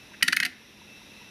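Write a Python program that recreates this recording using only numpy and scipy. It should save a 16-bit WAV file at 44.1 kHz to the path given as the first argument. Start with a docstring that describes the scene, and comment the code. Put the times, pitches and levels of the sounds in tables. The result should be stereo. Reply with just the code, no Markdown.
"""In a small room, close to a camera, a coin drops on the steel pan of a pocket scale.
It rocks from rim to rim in seven ever quicker clatters, each a few contacts, and lies flat.
Each contact makes the pan clack and ring, and the scale's body thuds under each clatter.
Behind it the room murmurs and the camera hisses, whines, hums and ticks faintly."""
import sys
import numpy as np
from scipy import signal
from scipy.fft import rfft, irfft
from scipy.io import wavfile

SR = 44100
rng = np.random.default_rng(int(sys.argv[2]) if len(sys.argv) > 2 else 0)


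def unload_wav(signal):
    """Save mono or channel-first audio to the path in sys.argv[1] as 16-bit WAV at rate SR, clipped to [-1, 1]."""
    wavfile.write(
        sys.argv[1],
        SR,
        np.round(np.clip(np.atleast_2d(signal).T, -1, 1) * 32767).astype(np.int16),
    )


N = 57330  # 1.3 s


def amp(db):
    """Turns decibels into a factor to multiply a sound by."""
    return 10 ** (np.asarray(db) / 20)


def unit(x):
    """Scales a sound to an average (rms) level of 1."""
    return x / np.sqrt(np.mean(x ** 2) + 1e-20)


def at_pitch(points, hz):
    """Reads between the rows of a (pitch_hz, value) table, with octaves evenly spaced."""
    pitches, values = np.transpose(points)
    return np.interp(np.log(hz + 1), np.log(pitches + 1), values)


def swell(points):
    """Turns a (time_s, level_db) table into a gain for every sample."""
    return amp(np.interp(np.arange(N) / SR, *np.transpose(points)))


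def add(mix, start_s, sound):
    """Mixes a sound in at its start time."""
    part = mix[..., round(start_s * SR):][..., :sound.shape[-1]]
    part += sound[..., :part.shape[-1]]


def pair(a, b, likeness):
    """Makes left and right from two unrelated signals; likeness 1 is equal, 0 is unrelated."""
    likeness = np.clip(likeness, -1, 1)
    return np.array([likeness * a + np.sqrt(1 - likeness ** 2) * b, a])


def shortest_pulse(spectrum_db):
    """The most compact pulse that has this spectrum and is silent before its start."""
    log_gain = np.log(amp(np.r_[spectrum_db, spectrum_db[-2:0:-1]]))
    return np.fft.ifft(np.exp(np.conj(signal.hilbert(log_gain)))).real


def ring(modes, t, weights):
    """A struck object's own tones (modes): sines that each fade by 60 dB in fade_s."""
    return sum(weight * amp(db - 60 * t / fade_s) * np.sin(2 * np.pi * hz * t)
               for (hz, db, fade_s), weight in zip(modes, weights))


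def drone(pitch_hz, width_hz, likeness):
    """Noise around one pitch: a wavering tone when narrow, a whirr when wide."""
    peak = 1 / (1 + ((np.fft.rfftfreq(N, 1 / SR) - pitch_hz) / width_hz) ** 2)
    phases = np.exp(2j * np.pi * rng.random((2, len(peak))))
    return unit(irfft(pair(*phases, likeness) * peak, N))


def background():
    """Room murmur and camera hiss, drifting a little in level."""
    # tone colour of the noise: pitch_hz, level_db
    colour = [(20, -18), (50, -3), (100, 2), (150, -2.5), (240, 1.5), (400, -3.5), (700, -7), (1300, -9),
              (1850, -6.5), (2020, -2), (2200, -7), (2650, -0.5), (3020, -9.5), (3850, -1.5), (4400, -13.5),
              (5200, -11), (5480, -5), (6000, -7.5), (6350, -18), (7800, -25), (10800, -16.5),
              (13300, -23.5), (14500, -29), (16000, -57)]
    # how alike left and right are: pitch_hz, likeness
    likeness = [(60, 0.46), (290, 0.78), (700, 0.09), (3000, 0.075), (8000, 0.01)]
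    # slow drift of the noise: time_s, level_db
    drift = [(0, -48.5), (.2, -49), (.55, -51.5), (.75, -50.5), (.85, -49.5), (1.0, -48.5), (1.2, -48),
             (1.3, -49)]
    hz = np.fft.rfftfreq(N, 1 / SR)
    white = pair(*rfft(rng.standard_normal((2, N))), at_pitch(likeness, hz))
    noise = irfft(white * amp(at_pitch(colour, hz)), N)
    return unit(noise) * swell(drift)


def camera(whine_hz=2652, hum_hz=207.5, tick_hz=950, tick_s=0.017):
    """The camera's own sounds: a thin whine with a whirr around it, a low hum and dull ticks."""
    # rise and fall of the whine and whirr: time_s, gain_db
    whine_swell = [(0, 2.5), (.7, -1.5), (.85, 5), (1.0, -0.5), (1.1, 4), (1.22, 10.5), (1.3, 0)]
    # faint ticks in the camera: start_s, level_db
    ticks = [(.117, -49), (.615, -54.5), (.813, -50.5), (1.014, -51.5), (1.213, -49.5)]
    whine = amp(-62) * drone(whine_hz, width_hz=4.5, likeness=1.0)
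    whirr = amp(-63.5) * drone(whine_hz, width_hz=160, likeness=0.14)
    hum = amp(-63) * drone(hum_hz, width_hz=3.9, likeness=0.82)
    out = (whine + whirr) * swell(whine_swell) + hum
    t = np.arange(0, tick_s, 1 / SR)
    tick_shape = np.sin(np.pi * np.sqrt(t / tick_s)) ** 2  # quick rise, slower fall
    for start_s, level_db in ticks:
        add(out, start_s, amp(level_db) * tick_shape * np.sin(2 * np.pi * tick_hz * t))
    return out


def room_echo(sound, tail_db=-17.5, early_db=-17.5, early_fade_s=0.052, rise_s=0.0044):
    """Early reflections from the table and the room's short tail, different at each ear."""
    # time the room's echo takes to fall by 60 dB: pitch_hz, fade_s
    fade_times = [(200, 0.63), (2000, 0.46), (5000, 0.31), (12000, 0.19)]
    hz, frame_s, spectra = signal.stft(rng.standard_normal((2, SR // 2)), SR, nperseg=256)
    fade = amp(-60 * frame_s / at_pitch(fade_times, hz)[:, None])
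    tail = signal.istft(spectra * fade, SR, nperseg=256)[1]
    t = np.arange(tail.shape[1]) / SR
    early = rng.standard_normal(tail.shape) * amp(-60 * t / early_fade_s)
    onset = np.minimum(t / rise_s, 1) ** 2
    echo = (amp(tail_db) * unit(tail * onset) + amp(early_db) * unit(early * onset)) / np.sqrt(len(t))
    return signal.fftconvolve(sound, echo, axes=1)[:, :N]


def finger_scuffs(low_hz=1400, high_hz=2600):
    """Short swells of rubbing noise as the coin leaves the fingers."""
    # soft rubs: start_s, length_s, level_db
    scuffs = [(0.128, 0.031, -43.5), (0.204, 0.017, -39.5)]
    out = np.zeros(N)
    band = signal.butter(2, [low_hz, high_hz], "band", fs=SR, output="sos")
    for start_s, length_s, level_db in scuffs:
        rub = unit(signal.sosfilt(band, rng.standard_normal(N)))[:round(length_s * SR)]
        add(out, start_s, amp(level_db) * rub * np.hanning(len(rub)))
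    return out


def body_thuds(rise_s=0.004, hollow_hz=723, hollow_db=-7.5, hollow_fade_s=0.1):
    """The scale's body gives under each clatter and rings low; some landings sound more hollow."""
    # low tones of the body: pitch_hz, level_db, fade_s
    body_modes = [(177.3, 4.5, 0.079), (255.2, 1, 0.18), (326, -3.5, 0.14), (903, -18, .06)]
    # one thud for each clatter: start_s, level_db, extra_hollow_db
    thuds = [(0.228, -38, -10), (0.281, -37, 0.5), (.329, -43.5, -4), (0.369, -45, -12), (.403, -45.5, -6),
             (0.431, -47.5, 8.5), (0.455, -46, 10)]
    out, t = np.zeros(N), np.arange(SR // 3) / SR
    onset = 1 - np.exp(-(t / rise_s) ** 2)
    for start_s, level_db, extra_hollow_db in thuds:
        modes = body_modes + [(hollow_hz, hollow_db + extra_hollow_db, hollow_fade_s)]
        weights = 1 + 0.3 * rng.standard_normal(len(modes))
        add(out, start_s, amp(level_db) * onset * ring(modes, t, weights))
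    return out


def clack(treble_db_per_octave, spot_hz, click_db=4, shimmer_db=9.5, shimmer_fade_s=0.02, size=2048):
    """One contact: a sharp click and a brief shimmer of the pan's many close-packed tones."""
    # tone colour of a clack: pitch_hz, level_db
    colour = [(550, -45), (900, -19.5), (1150, -18), (1450, -4.5), (1900, -3.5), (2500, -7.5), (3000, -7),
              (3450, -12), (4200, -4.5), (5200, -9), (6200, -13.5), (7300, -21.5), (8600, -17),
              (10300, -15.5), (13000, -23), (16000, -44)]
    hz, t = np.fft.rfftfreq(size, 1 / SR), np.arange(size) / SR
    spot_db = 12 / (1 + (np.log2((hz + 1) / spot_hz) / 0.52) ** 2)  # a peak about an octave wide
    treble_db = treble_db_per_octave * np.log2(np.maximum(hz / 2000, 1))
    pulse = shortest_pulse(at_pitch(colour, hz) + spot_db + treble_db)
    likeness = 1 / (1 + (hz / 6060) ** 2)  # the treble differs at each ear
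    white = rfft(rng.choice([-1., 1.], (2, size)))
    shimmer = irfft(pair(*white, likeness)) * amp(-60 * t / shimmer_fade_s)
    strike = amp(shimmer_db) * unit(shimmer) / np.sqrt(size)
    strike[:, 0] += amp(click_db)
    return signal.fftconvolve(strike, pulse[None], axes=1)


def coin_on_pan(ring_db=-38, low_cut_hz=650):
    """Each contact clacks and rings the pan's tones in a new mix; the small pan gives off no bass."""
    # coin meets pan: start_s, level_db, treble_db_per_octave, spot_hz (strongest pitch at that spot)
    contacts = [(.2254, 7, -4, 1850), (0.2276, -4, -4, 1560), (0.228, -0.5, 6.5, 2430),
                (.2290, -7, 3.5, 2020), (0.229, -8, 9.5, 2300), (0.279, -7.5, 5.5, 2430),
                (0.2812, -2.5, 2, 2470), (0.2828, 1, 4.5, 1840), (0.2857, -7, -0.5, 1810),
                (.2888, -16, -6, 1900), (0.3252, -8.5, 5, 2700), (0.328, 0.5, -10.5, 1640),
                (0.3292, 0.5, 3, 2600), (0.3305, 0.5, 0, 1360), (0.3651, -14.5, 8, 2500),
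                (0.3665, -7, 7.5, 1890), (0.3697, 0.5, -0.5, 2130), (0.4005, -6, -5, 1570),
                (0.4017, 1, 3, 1800), (0.4047, -14, -6.5, 2050), (0.4269, -4, -17, 2160),
                (0.4312, -3.5, -9, 1940), (0.4309, -6.5, 4, 2340), (0.4323, -5.5, 1, 2050),
                (.4504, -5.5, 4, 1850), (0.4527, -10.5, 6.5, 2180), (0.4549, -5, 0.5, 2040),
                (0.4588, -15, -6, 2220), (.4625, -12, 4.5, 2200)]
    # tones of the pan with the coin on it: pitch_hz, level_db, fade_s
    pan_modes = [(1402, -6.5, 0.12), (1755, -2.5, 0.2), (1868, -1.5, 0.16), (2043, -4.5, 0.19),
                 (2360, -16, 0.096), (2560, -5, 0.17), (3016, -1.5, 0.077), (3780, -8, 0.075),
                 (4044, 3.5, 0.021), (4813, 2, 0.029), (6200, -30, .03)]
    out, t = np.zeros((2, N)), np.arange(SR // 3) / SR
    for start_s, level_db, treble_db_per_octave, spot_hz in contacts:
        ear_weights = 1 + pair(*rng.standard_normal((2, len(pan_modes))), likeness=0.66)
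        ringing = np.array([ring(pan_modes, t, weights) for weights in ear_weights])
        add(out, start_s, amp(level_db) * clack(treble_db_per_octave, spot_hz))
        add(out, start_s, amp(level_db + ring_db) * ringing)
    return signal.sosfilt(signal.butter(2, low_cut_hz, "high", fs=SR, output="sos"), out)


def scene(left_db=-2.5, left_delay_s=0.00004):
    """The scale stands a little to the right; the background and camera are stronger on the left."""
    coin = coin_on_pan() + finger_scuffs()
    thuds = body_thuds()
    delay = np.exp(-2j * np.pi * np.fft.rfftfreq(N, 1 / SR) * left_delay_s)
    left = amp(left_db) * irfft(rfft(coin[0]) * delay, N)
    direct = np.array([left, coin[1]])
    lean_left = amp([[0.75], [-0.75]])
    return direct + thuds + room_echo(coin + thuds) + lean_left * (background() + camera())


def record(dry, ceiling=0.88, top_hz=16300):
    """Flattens any peak above the ceiling, then cuts the highest treble."""
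    low_pass = signal.firwin(511, top_hz, window=("kaiser", 9), fs=SR)
    capped = np.clip(dry, -ceiling, ceiling)
    return signal.oaconvolve(capped, low_pass[None], "same")


dry = scene()
out = record(dry)
unload_wav(out)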